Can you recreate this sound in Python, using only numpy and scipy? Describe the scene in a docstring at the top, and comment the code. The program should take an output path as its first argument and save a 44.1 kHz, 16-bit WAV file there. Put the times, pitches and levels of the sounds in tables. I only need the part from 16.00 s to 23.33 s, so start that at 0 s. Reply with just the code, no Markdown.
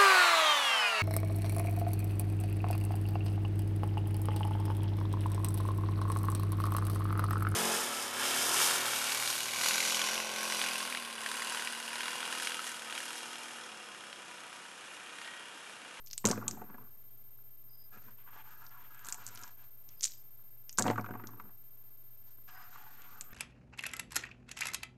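"""Plastic dice click together in a hand, are thrown twice into a felt-lined plastic tray and swept up again.
Close up, each click of a die is a tick and a short ring, with a small room answering after it.
Dice thud and tumble: knocks ring the tray's modes; hand and dice rub the felt as dense grains.
A faint rough whistle of narrow noise comes and goes. Under it all run a low hum, hiss and
steady tones, with a chopped electric whine from the recorder."""
import sys
import numpy as np
from scipy import signal
from scipy.fft import rfft, irfft, next_fast_len
from scipy.io import wavfile
from scipy.ndimage import uniform_filter1d

SR = 44100
rng = np.random.default_rng(int(sys.argv[2]) if len(sys.argv) > 2 else 0)


def persist_wave(psi):
    """Save psi, clipped to +-1, as 16-bit WAV."""
    counts = np.round(np.clip(psi, -1, 1) * 32767).astype(np.int16)
    wavfile.write(sys.argv[1], SR, np.atleast_2d(counts).T)


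N = 323253
T = np.arange(N) / SR  # s

# resonances of the tray, low and upper: (f/Hz, level/dB, t60/s, held to at least 5 ms)
TRAY_BASS = [(111.2, -7, 0.7), (154, -17.5, .1), (210.4, -1.5, 0.076), (255.3, -6, 0.12), (296, -8, 0.086),
             (373.7, -4, 0.037)]
TRAY_MID = [(443, -3.5, 0.055), (475, -8.5, 0.069), (506, -6, 0.05), (585, -10.5, 0.076), (625, -9, 0.032),
            (731, -5.5, 0.099), (873, -1.5, .05), (976, 1, 0.039), (1141, 3.5, 0.033), (1251.4, 0.5, 0.038),
            (1387, 0.5, 0.036), (1513, 1.5, 0.027), (1657, -3, 0.042), (1860, -4.5, 0.021),
            (2154, -2, 0.0037), (2430, -8.5, 0.022), (2770, -9.5, 0.011)]
# colour of a die's edge scuffing the felt: (f/Hz, level/dB per Hz)
SCUFF_COLOUR = [(1200, -32), (2000, 13), (2800, -3.5), (4500, -13), (7000, -6), (10000, -24)]


def clicks(burst_s=0.00049, under_db=-13, gain_db=1.23, tick_db=-3, tick_s=0.00019):
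    """Each collision is a broad tick and a millisecond of ringing in the die; the room answers each anew."""
    # die on die or on the tray wall: (t/s, level/dB before gain_db, ring f/Hz)
    hard_hits = [(0.0626, -41, 6100), (0.0725, -42, 5100), (0.102, -45, 5000), (0.1116, -33, 5200),
                 (0.1315, -26, 6000), (0.134, -33, 6100), (0.179, -23, 7500), (0.2535, -10, 7200),
                 (0.2599, -12, 6500), (0.2712, -15, 6800), (0.287, -33, 6300), (0.2983, -26, 6500),
                 (0.2998, -31, 6700), (0.313, -16, 6000), (0.4808, -15, 7000), (0.5112, -27, 6200),
                 (2.6661, -44, 5400), (2.6941, -51, 5600), (2.9466, -49, 7900), (2.9932, -45, 7400),
                 (3.0478, -36, 6800), (3.0571, -39, 6500), (3.0685, -38, 7100), (3.0869, -28, 7100),
                 (3.0956, -38, 6600), (3.1248, -21, 7500), (3.1445, -30, 7100), (3.2658, -27, 7100),
                 (3.2778, -34, 7200), (3.2878, -38, 6800), (3.3579, -38, 6000), (3.3747, -41, 6400),
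                 (3.4144, -42, 6900), (3.4262, -42, 6300), (3.4351, -34, 6200), (3.437, -35, 6300),
                 (3.4782, -46, 6800), (3.8901, -42, 6000), (3.9962, -50, 5200), (4.009, -28, 5900),
                 (4.0296, -27, 6800), (4.0324, -20, 6200), (4.0375, -19, 5800), (4.0389, -24, 6500),
                 (4.0412, -23, 6400), (4.0423, -13, 6900), (4.0522, -18, 6700), (4.0562, -20, 7000),
                 (4.0604, -29, 6400), (4.0707, -28, 6500), (4.0774, -35, 5400), (4.1109, -44, 6000),
                 (4.1198, -38, 5500), (4.6944, -30, 5900), (4.728, -35, 6400), (4.7745, -33, 5900),
                 (4.7815, -28, 7000), (4.7857, -10, 6900), (4.7893, -16, 6800), (4.7914, -22, 7000),
                 (4.7949, -15, 6900), (4.8234, -16, 6900), (4.8678, -35, 5500), (4.8726, -36, 7400),
                 (4.8998, -37, 4500), (5.0113, -45, 5300), (5.2717, -35, 6200), (7.0198, -48, 6900),
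                 (7.2105, -25, 7200)]
    # the softer the click, the more recoil and overtone beside the ring
    recoil_db, recoil_db_per_db = -30, 0.3133
    overtone_db, overtone_db_per_db = -25, 0.3585
    scatter_db = 5.5
    bright_db_per_khz, bright_hz = 4, 6990  # higher rings carry more overtone and tick
    die_cut_hz, die_top_hz = 1400, 13000

    out, t = np.zeros(N), T[:SR // 250]
    hits = [(*hit, 0) for hit in hard_hits] + rattle()
    shape = np.clip(t / 0.000091, 0, 1) * np.exp(-(t / burst_s) ** 3)
    rough = np.diff(rng.standard_normal((len(hits), len(t) + 1)))
    ticks = undb(tick_db) * uniform_filter1d(rough, size=3) * np.exp(-t / tick_s)
    scatter = scatter_db * rng.standard_normal((len(hits), 2))
    chances = rng.random((len(hits), 5))
    for (s, db, hz, dull_db), r, (low_db, high_db), tick in zip(hits, chances, scatter, ticks):
        bright = undb(bright_db_per_khz * (hz - bright_hz) / 1000)
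        main = np.sin(2 * np.pi * hz * t)
        under = undb(under_db) * np.sin(2 * np.pi * (hz * (.65 + 0.064 * r[0]) * t + r[1]))
        over_gain = undb(overtone_db - overtone_db_per_db * db + high_db)
        over = over_gain * np.sin(2 * np.pi * ((9300 + 2200 * r[2]) * t + r[3]))
        # the whole die jumps back
        recoil_gain = undb(recoil_db - recoil_db_per_db * db + dull_db + low_db)
        recoil = recoil_gain * np.sin(2 * np.pi * (1900 + 1700 * r[4]) * t)
        ring = shape * (main + under + bright * over + recoil)
        add(out, s, room(undb(db + gain_db) * (ring + bright * tick)))
    # rounded corners dull the very top
    out = signal.sosfilt(signal.butter(2, die_top_hz, fs=SR, output="sos"), out)
    # the clicks keep no low thump
    return signal.sosfilt(signal.butter(3, die_cut_hz, "high", fs=SR, output="sos"), out)


def rattle():
    """Dice rattling together or on the tray wall: faint clicks scattered at random over each rattle."""
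    # (start t/s, length/s, mean level/dB, f/Hz that each click raises 1.1 to 1.37 times, added recoil/dB)
    rattles = [(0.07, 0.013, -51, 5000, -0.5), (0.259, 0.0075, -46, 5000, -5),
               (0.256, 0.081, -34, 7030, -7), (3.05, 0.064, -42.5, 6850, 11.5),
               (3.35, 0.11, -47.5, 6300, 12), (4.02, 0.042, -34.5, 5800, -1), (4.073, .075, -49, 5400, 10),
               (4.849, .065, -40, 5160, 17)]
    r = rng.random((len(rattles), 7, 3))  # seven clicks in each
    return [(s + length * a, db + 8 * (b - .5), hz * (1.1 + 0.27 * c), dull_db)
            for (s, length, db, hz, dull_db), rows in zip(rattles, r)
            for a, b, c in rows]


def room(x):
    """An echo off the tray wall, quick ones from the desk, then a longer, weaker tail from the walls."""
    # colour of the tail, treble lifted by the microphone: (f/Hz, level/dB per Hz)
    tail_colour = [(1000, -33.5), (2500, -3.5), (4000, -4.5), (5500, -6.5), (7000, -8), (8500, -4),
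                   (11000, -16.5), (15000, -30)]
    desk_db, desk_t60_s = -31, 0.032
    late_db, late_t60_s = -48.5, 0.34
    wall_s, wall_db = 0.0025, -16
    t = T[:SR // 4]
    fade = undb(desk_db - 60 * t / desk_t60_s) + undb(late_db - 60 * t / late_t60_s)
    answer = unit(colour(rng.standard_normal(len(t)), tail_colour)) * fade * np.clip(t / 0.0012, 0, 1)
    answer[0] = 1  # the direct sound
    answer[int(SR * wall_s * rng.uniform(.8, 1.2))] += undb(wall_db)
    return signal.fftconvolve(x, answer)


def thuds(reach=0.39, scatter_db=3, mid_db=-6, bass_db=-7, deep_db=-8, scuff_db=-28, skid_s=0.0028, scuff_s=0.0089):
    """A die knocks on the felt, dropped or dragged, with a brief skid: modes near the spot ring most."""
    # die or finger on tray: (t/s, level/dB, f/Hz of the modes nearest the spot, bass modes over that level/dB);
    # each part's own dB setting is added
    knocks = [(0.243, -22.5, 1010, -1.5), (0.252, -16.5, 560, -0.5), (0.26, -24.5, 1110, 4.5),
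              (0.275, -25, 606, -17), (0.285, -23, 456, -16), (0.304, -18.5, 480, -3.5),
              (0.314, -19.5, 716, -35), (0.329, -23.5, 1040, -15), (0.358, -33, 1500, -0.5),
              (0.375, -27, 480, -4.5), (0.411, -36, 1180, -12), (0.423, -30.5, 1040, -16),
              (0.438, -39.5, 620, -13), (0.465, -35.5, 1050, -8), (0.483, -34, 1000, -26),
              (0.528, -46.5, 729, 3.5), (0.573, -39, 710, -5), (0.615, -30, 755, -14), (0.649, -55, 736, 6),
              (0.7, -38, 1100, -5.5), (0.743, -38, 845, -5.5), (0.781, -40, 990, -11),
              (0.811, -48, 1310, -12), (1.385, -55, 1300, -26), (2.081, -43, 1270, -37),
              (2.273, -42.5, 1460, -35), (2.36, -44, 990, -32), (3.055, -43, 1510, -19),
              (3.084, -34.5, 1540, -23.5), (3.125, -40, 1560, -28), (3.18, -42, 1480, -22),
              (3.439, -41.5, 1350, -31), (4.39, -56.5, 1180, -25), (4.785, -13.5, 1260, -15),
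              (4.797, -19, 785, -4.5), (4.807, -20, 465, -16.5), (4.819, -32, 715, 0),
              (4.842, -25.5, 713, -2), (4.854, -20.5, 503, -2), (4.864, -14.5, 500, -18),
              (4.881, -15.5, 634, -3.5), (4.9, -13.5, 614, -11), (4.91, -20, 690, -14),
              (4.931, -32.5, 750, -19.5), (4.958, -27.5, 1320, -14), (4.978, -17.5, 1310, -13.5),
              (4.994, -27, 552, -4), (5.011, -35.5, 780, -10.5), (5.043, -25.5, 1270, -19),
              (5.061, -30, 1540, -19.5), (5.087, -30, 694, -13), (5.108, -33, 1310, -3),
              (5.137, -32, 820, -14), (5.151, -29, 820, -11), (5.197, -36.5, 980, -27),
              (5.238, -35, 1546, -3), (5.289, -39, 1160, -16), (5.333, -43.5, 960, -16),
              (5.378, -56, 1182, -24), (5.398, -30.5, 1240, -20), (5.454, -51, 1158, 1),
              (6.384, -53, 1150, -26), (6.755, -36, 1080, -30), (7.21, -49, 1550, -6)]
    out, bass, mid = np.zeros(N), rings(TRAY_BASS), rings(TRAY_MID)
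    octaves, t = np.log2(np.array(TRAY_MID)[:, 0]), T[:SR // 25]
    skids = rng.standard_normal((len(knocks), len(t)))
    chances = rng.standard_normal((len(knocks), len(bass) + len(mid)))
    for (s, db, hz, low_db), r, skid in zip(knocks, chances, skids):
        g = np.sign(r) * undb(scatter_db * np.abs(r))  # uneven mode strengths
        near = np.exp(-((octaves - np.log2(hz)) / reach) ** 2) + 0.28
        knock = signal.fftconvolve((g[len(bass):] * near) @ mid, skid * np.exp(-t / skid_s))
        add(out, s, undb(db + mid_db) * knock / np.abs(knock).max())
        boom = g[1:len(bass)] @ bass[1:] + undb(deep_db) * g[0] * bass[0]
        add(out, s, undb(db + low_db + bass_db) * boom)
        scuff = unit(colour(skid, SCUFF_COLOUR)) * np.exp(-t / scuff_s)
        add(out, s, undb(db + scuff_db) * scuff)
    return out


def tumble():
    """Corners and edges patter on the felt while the dice roll."""
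    # dice landing and rolling on: (landing t/s, rolling/s, strength/dB, scuff of edges over it/dB)
    rolls = [(0.25, 0.609, -42, -24), (4.785, .05, -42.5, -16.5), (4.849, 0.644, -41.5, -24)]
    land_s, settle_s = .03, 0.082
    # rolling slows down: each part's start over the throw (dB) and fade (dB per s)
    patter_part, boom_part, deep_part = (-10.5, 23), (-2, 34.4), (-4, 24)
    scuff_fade = 70.5  # dB per s

    def fading(s, length, db, fade_db):
        """A swell that also loses fade_db a second from its start."""
        return swell(s, length, land_s, settle_s) * undb(db - fade_db * np.clip(T - s, 0, None))

    patter, boom, deep = (sum(fading(s, length, db + over_db, fade_db) for s, length, db, _ in rolls)
                          for over_db, fade_db in (patter_part, boom_part, deep_part))
    scuff = sum(fading(s, length, db + edge_db, scuff_fade) for s, length, db, edge_db in rolls)
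    knocks, corners = grains(300, 3.6), grains(700, 2.5)
    upper = patter * tray(corners, TRAY_MID) + scuff * unit(colour(corners, SCUFF_COLOUR))
    return upper + boom * tray(knocks, TRAY_BASS[1:]) + deep * tray(knocks, TRAY_BASS[:1])


def rub():
    """Fibres catch and let go: dense knocks into the tray, a rasp and a patchy hiss."""
    # hand and dice sliding on felt: (start t/s, length/s, scrape level/dB, then over the scrape:
    # rasp/dB, hiss/dB, weight on the tray floor/dB)
    strokes = [(1.914, 0.063, -59.5, -14, -9, -4.5), (2.006, 0.11, -66, -9.5, -9.5, -2),
               (2.169, .07, -73, -0.5, -10, -28), (2.257, .05, -60.5, -14, -19, -24),
               (2.319, 0.084, -59.5, -7.5, -11, -18), (2.437, 0.23, -61, -12.5, -12, -14),
               (2.7, .17, -63, -8, -11.5, -14), (2.894, 0.14, -60, -10, -14, -16),
               (3.034, .13, -56.5, -17, -10.5, -18), (3.179, .27, -59.5, -9.5, -7, -6),
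               (3.458, 0.055, -65, -8, -5, -15), (3.569, 0.079, -65.5, -8, -7.5, -23),
               (3.873, 0.063, -80.5, 3, 5.5, -6), (6.255, 0.071, -79.5, -10, 3, -5),
               (6.471, 0.029, -56.5, -9.5, -10.5, -20), (6.516, 0.2, -58, -16, -13, -18),
               (6.723, .12, -56.5, -11.5, -13.5, -14), (6.851, 0.34, -59, -12.5, -12.5, -13),
               (7.197, .2, -64, -8.5, -21, -1.5)]
    # duller rasp of skin on felt: (f/Hz, level/dB per Hz)
    skin_colour = [(1400, -9.5), (2100, 2), (2600, 0), (3300, -1), (4500, -24.5)]
    # felt hiss, treble lifted by the microphone: (f/Hz, level/dB per Hz)
    felt_colour = [(2500, -8.5), (4000, 3), (5200, 1), (7000, 3), (9000, -6.5), (12000, -47.5)]
    attack_s, release_s = 0.019, 0.057
    upper_db = -2  # share of the upper tray modes
    scrape, rasp, hiss, weight = sum(
        swell(s, length, attack_s, release_s) * undb(db + np.array([0, *over]))[:, None]
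        for s, length, db, *over in strokes)
    upper = np.clip(undb(upper_db + 1. * walk(12)), 0, .92)
    knocks = grains(1500, 1.0)
    ring = np.sqrt(1 - upper ** 2) * slid(knocks, TRAY_MID[5:9]) + upper * slid(knocks, TRAY_MID[9:])
    skin = unit(colour(grains(2500, 1.8), skin_colour)) * undb(3.7 * walk(30))
    fibres = unit(colour(grains(7700, 1.1), felt_colour)) * undb(2.1 * walk(25))
    felt = scrape * undb(1.7 * walk(18)) * ring + rasp * skin + hiss * fibres
    felt *= undb(1.3 * walk(40))
    pressed = tray(grains(800, 6.2), TRAY_BASS + TRAY_MID[:5])
    return felt + weight * undb(3.4 * walk(14)) * pressed


def whistle():
    """A faint rough whistle: noise in one narrow resonance, fluttering."""
    # (start t/s, length/s, level/dB)
    whistles = [(1.683, 0.18, -72), (3.958, .04, -73), (4.122, 0.056, -72), (6.473, .17, -72.5)]
    peak_hz, width_hz = 4990, 170  # width of each of two passes
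    attack_s, release_s = 0.017, 0.067
    b, a = signal.iirpeak(peak_hz, peak_hz / width_hz, SR)
    once = signal.lfilter(b, a, rng.standard_normal(N))
    ring = unit(signal.lfilter(b, a, once))
    level = sum(swell(s, length, attack_s, release_s) * undb(db) for s, length, db in whistles)
    return level * undb(3.7 * walk(60)) * ring


def floor():
    """Background: coloured noise that swells a little as hiss, and a sine wavering in pitch and level as hum."""
    # colour of the hiss: (f/Hz, level/dB per Hz)
    hiss_colour = [(15, -6.5), (30, -9), (60, -16), (99, -9.5), (150, -17.5), (500, -23), (1300, -27),
                   (2500, -33), (6000, -34.5), (10500, -34.5), (13500, -38.5), (15500, -31)]
    hiss_db, hum_hz, hum_db = -67.5, 123, -71.5  # rms levels before their drift
    drift = undb(.8 * walk(1.6))
    hiss = unit(colour(rng.standard_normal(N), hiss_colour)) * undb(hiss_db) * drift
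    phase = 2 * np.pi * np.cumsum(hum_hz + 0.59 * walk(3.1)) / SR
    return hiss + np.sqrt(2) * undb(hum_db + 1.8 * walk(19)) * np.sin(phase)


def whine():
    """A tone leaks from the electronics, stepping down, pausing and stepping up 15 times a second."""
    # thin steady electric tones: (f/Hz, rms level/dB)
    tones = [(4936, -95), (6584, -97), (8000, -94), (9652, -97), (9884, -98), (14352, -96)]
    whine_hz, whine_db = 13171, -57  # rms while full on
    every_s, start_s = .066663, .0396
    gap_s, edge_s, edge_db = .0115, .003, -13  # the edges lie inside the gap
    before = -(T - start_s) % every_s  # time left until the gap ends
    at_edge = np.abs(before - gap_s / 2) > gap_s / 2 - edge_s
    on = np.where(before > gap_s, 1, undb(edge_db) * at_edge)
    chopped = undb(whine_db) * uniform_filter1d(on, size=50) * np.sin(2 * np.pi * whine_hz * T)
    thin = sum(undb(db) * np.sin(2 * np.pi * hz * T) for hz, db in tones)
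    return np.sqrt(2) * (chopped + thin)


def tray(x, modes):
    """Knocks ring the tray; neighbouring modes move in opposite senses."""
    return unit(signal.oaconvolve(x, (-1.) ** np.arange(len(modes)) @ rings(modes))[:N])


def slid(x, modes):
    """Knocks from a moving spot: each mode swells and fades as the hand moves over the floor."""
    shift_db, shift_per_s = 4, 6
    return unit(sum(undb(shift_db * walk(shift_per_s)) * signal.oaconvolve(x, (-1.) ** k * ring)[:N]
                    for k, ring in enumerate(rings(modes))))


def rings(modes):
    """Each mode's fading sine after one blow, one row a mode, a quarter second long."""
    hz, db, t60 = np.array(modes).T[:, :, None]
    t = T[:SR // 4]
    return undb(db) * np.sin(2 * np.pi * hz * t) * np.exp(-np.log(1000) * t / np.clip(t60, .005, 1))


def grains(per_s, spread_db):
    """Random tiny knocks of uneven size and sign, none above three and a half spreads."""
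    hit = rng.random(N) < per_s / SR
    size = undb(spread_db * np.minimum(rng.exponential(size=N), 3.5))
    return hit * rng.choice([-1, 1], N) * size


def swell(s, length, attack, release):
    """Gain that rises from s, holds until s + length and dies away 20 dB per release."""
    fall = np.exp(-np.clip(T - s - length, 0, None) * np.log(1000) / (3 * release))
    return np.clip((T - s) / attack, 0, 1) * fall


def walk(rate):
    """Straight ramps between random levels, rate of them a second; rms about two thirds."""
    k = int(SR / rate)
    return 0.81 * uniform_filter1d(np.repeat(rng.standard_normal(N // k + 1), k), k)[:N]


def colour(x, points):
    """Shape a sound's spectrum by (Hz, dB) points."""
    size = next_fast_len(len(x))
    hz, db = np.transpose(points)
    gain = undb(np.interp(np.log(np.fft.rfftfreq(size, 1 / SR) + 1), np.log(hz), db))
    return irfft(rfft(x, size) * gain, size)[:len(x)]


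def undb(db):
    """Amplitude ratio of a level in dB."""
    return 10 ** (np.asarray(db) / 20)


def unit(x):
    """Scale a sound to an rms of one."""
    return x / np.sqrt(np.mean(x ** 2))


def add(out, s, x):
    """Mix x into out from s seconds."""
    i = int(s * SR)
    out[i:i + len(x)] += x[:N - i]


def scene():
    """Clicks, everything that sounds the tray and felt, the whistle and the background, in mono."""
    # the microphone thins the deep bass of the tray sounds
    bass_cut = signal.butter(2, 87, "high", fs=SR, output="sos")  # Hz
    table = signal.sosfilt(bass_cut, thuds() + tumble() + rub())
    return (clicks() + table + whistle() + floor())[None]


def record(dry):
    """The recorder rounds the loudest peaks, adds its whine and a small offset, and cuts the top."""
    headroom, offset, top_hz = .5, -.0041, 15700
    wet = headroom * np.tanh(dry / headroom) + whine() + offset
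    return signal.sosfilt(signal.ellip(10, .2, 70, top_hz, fs=SR, output="sos"), wet)


dry = scene()
out = record(dry)
persist_wave(out)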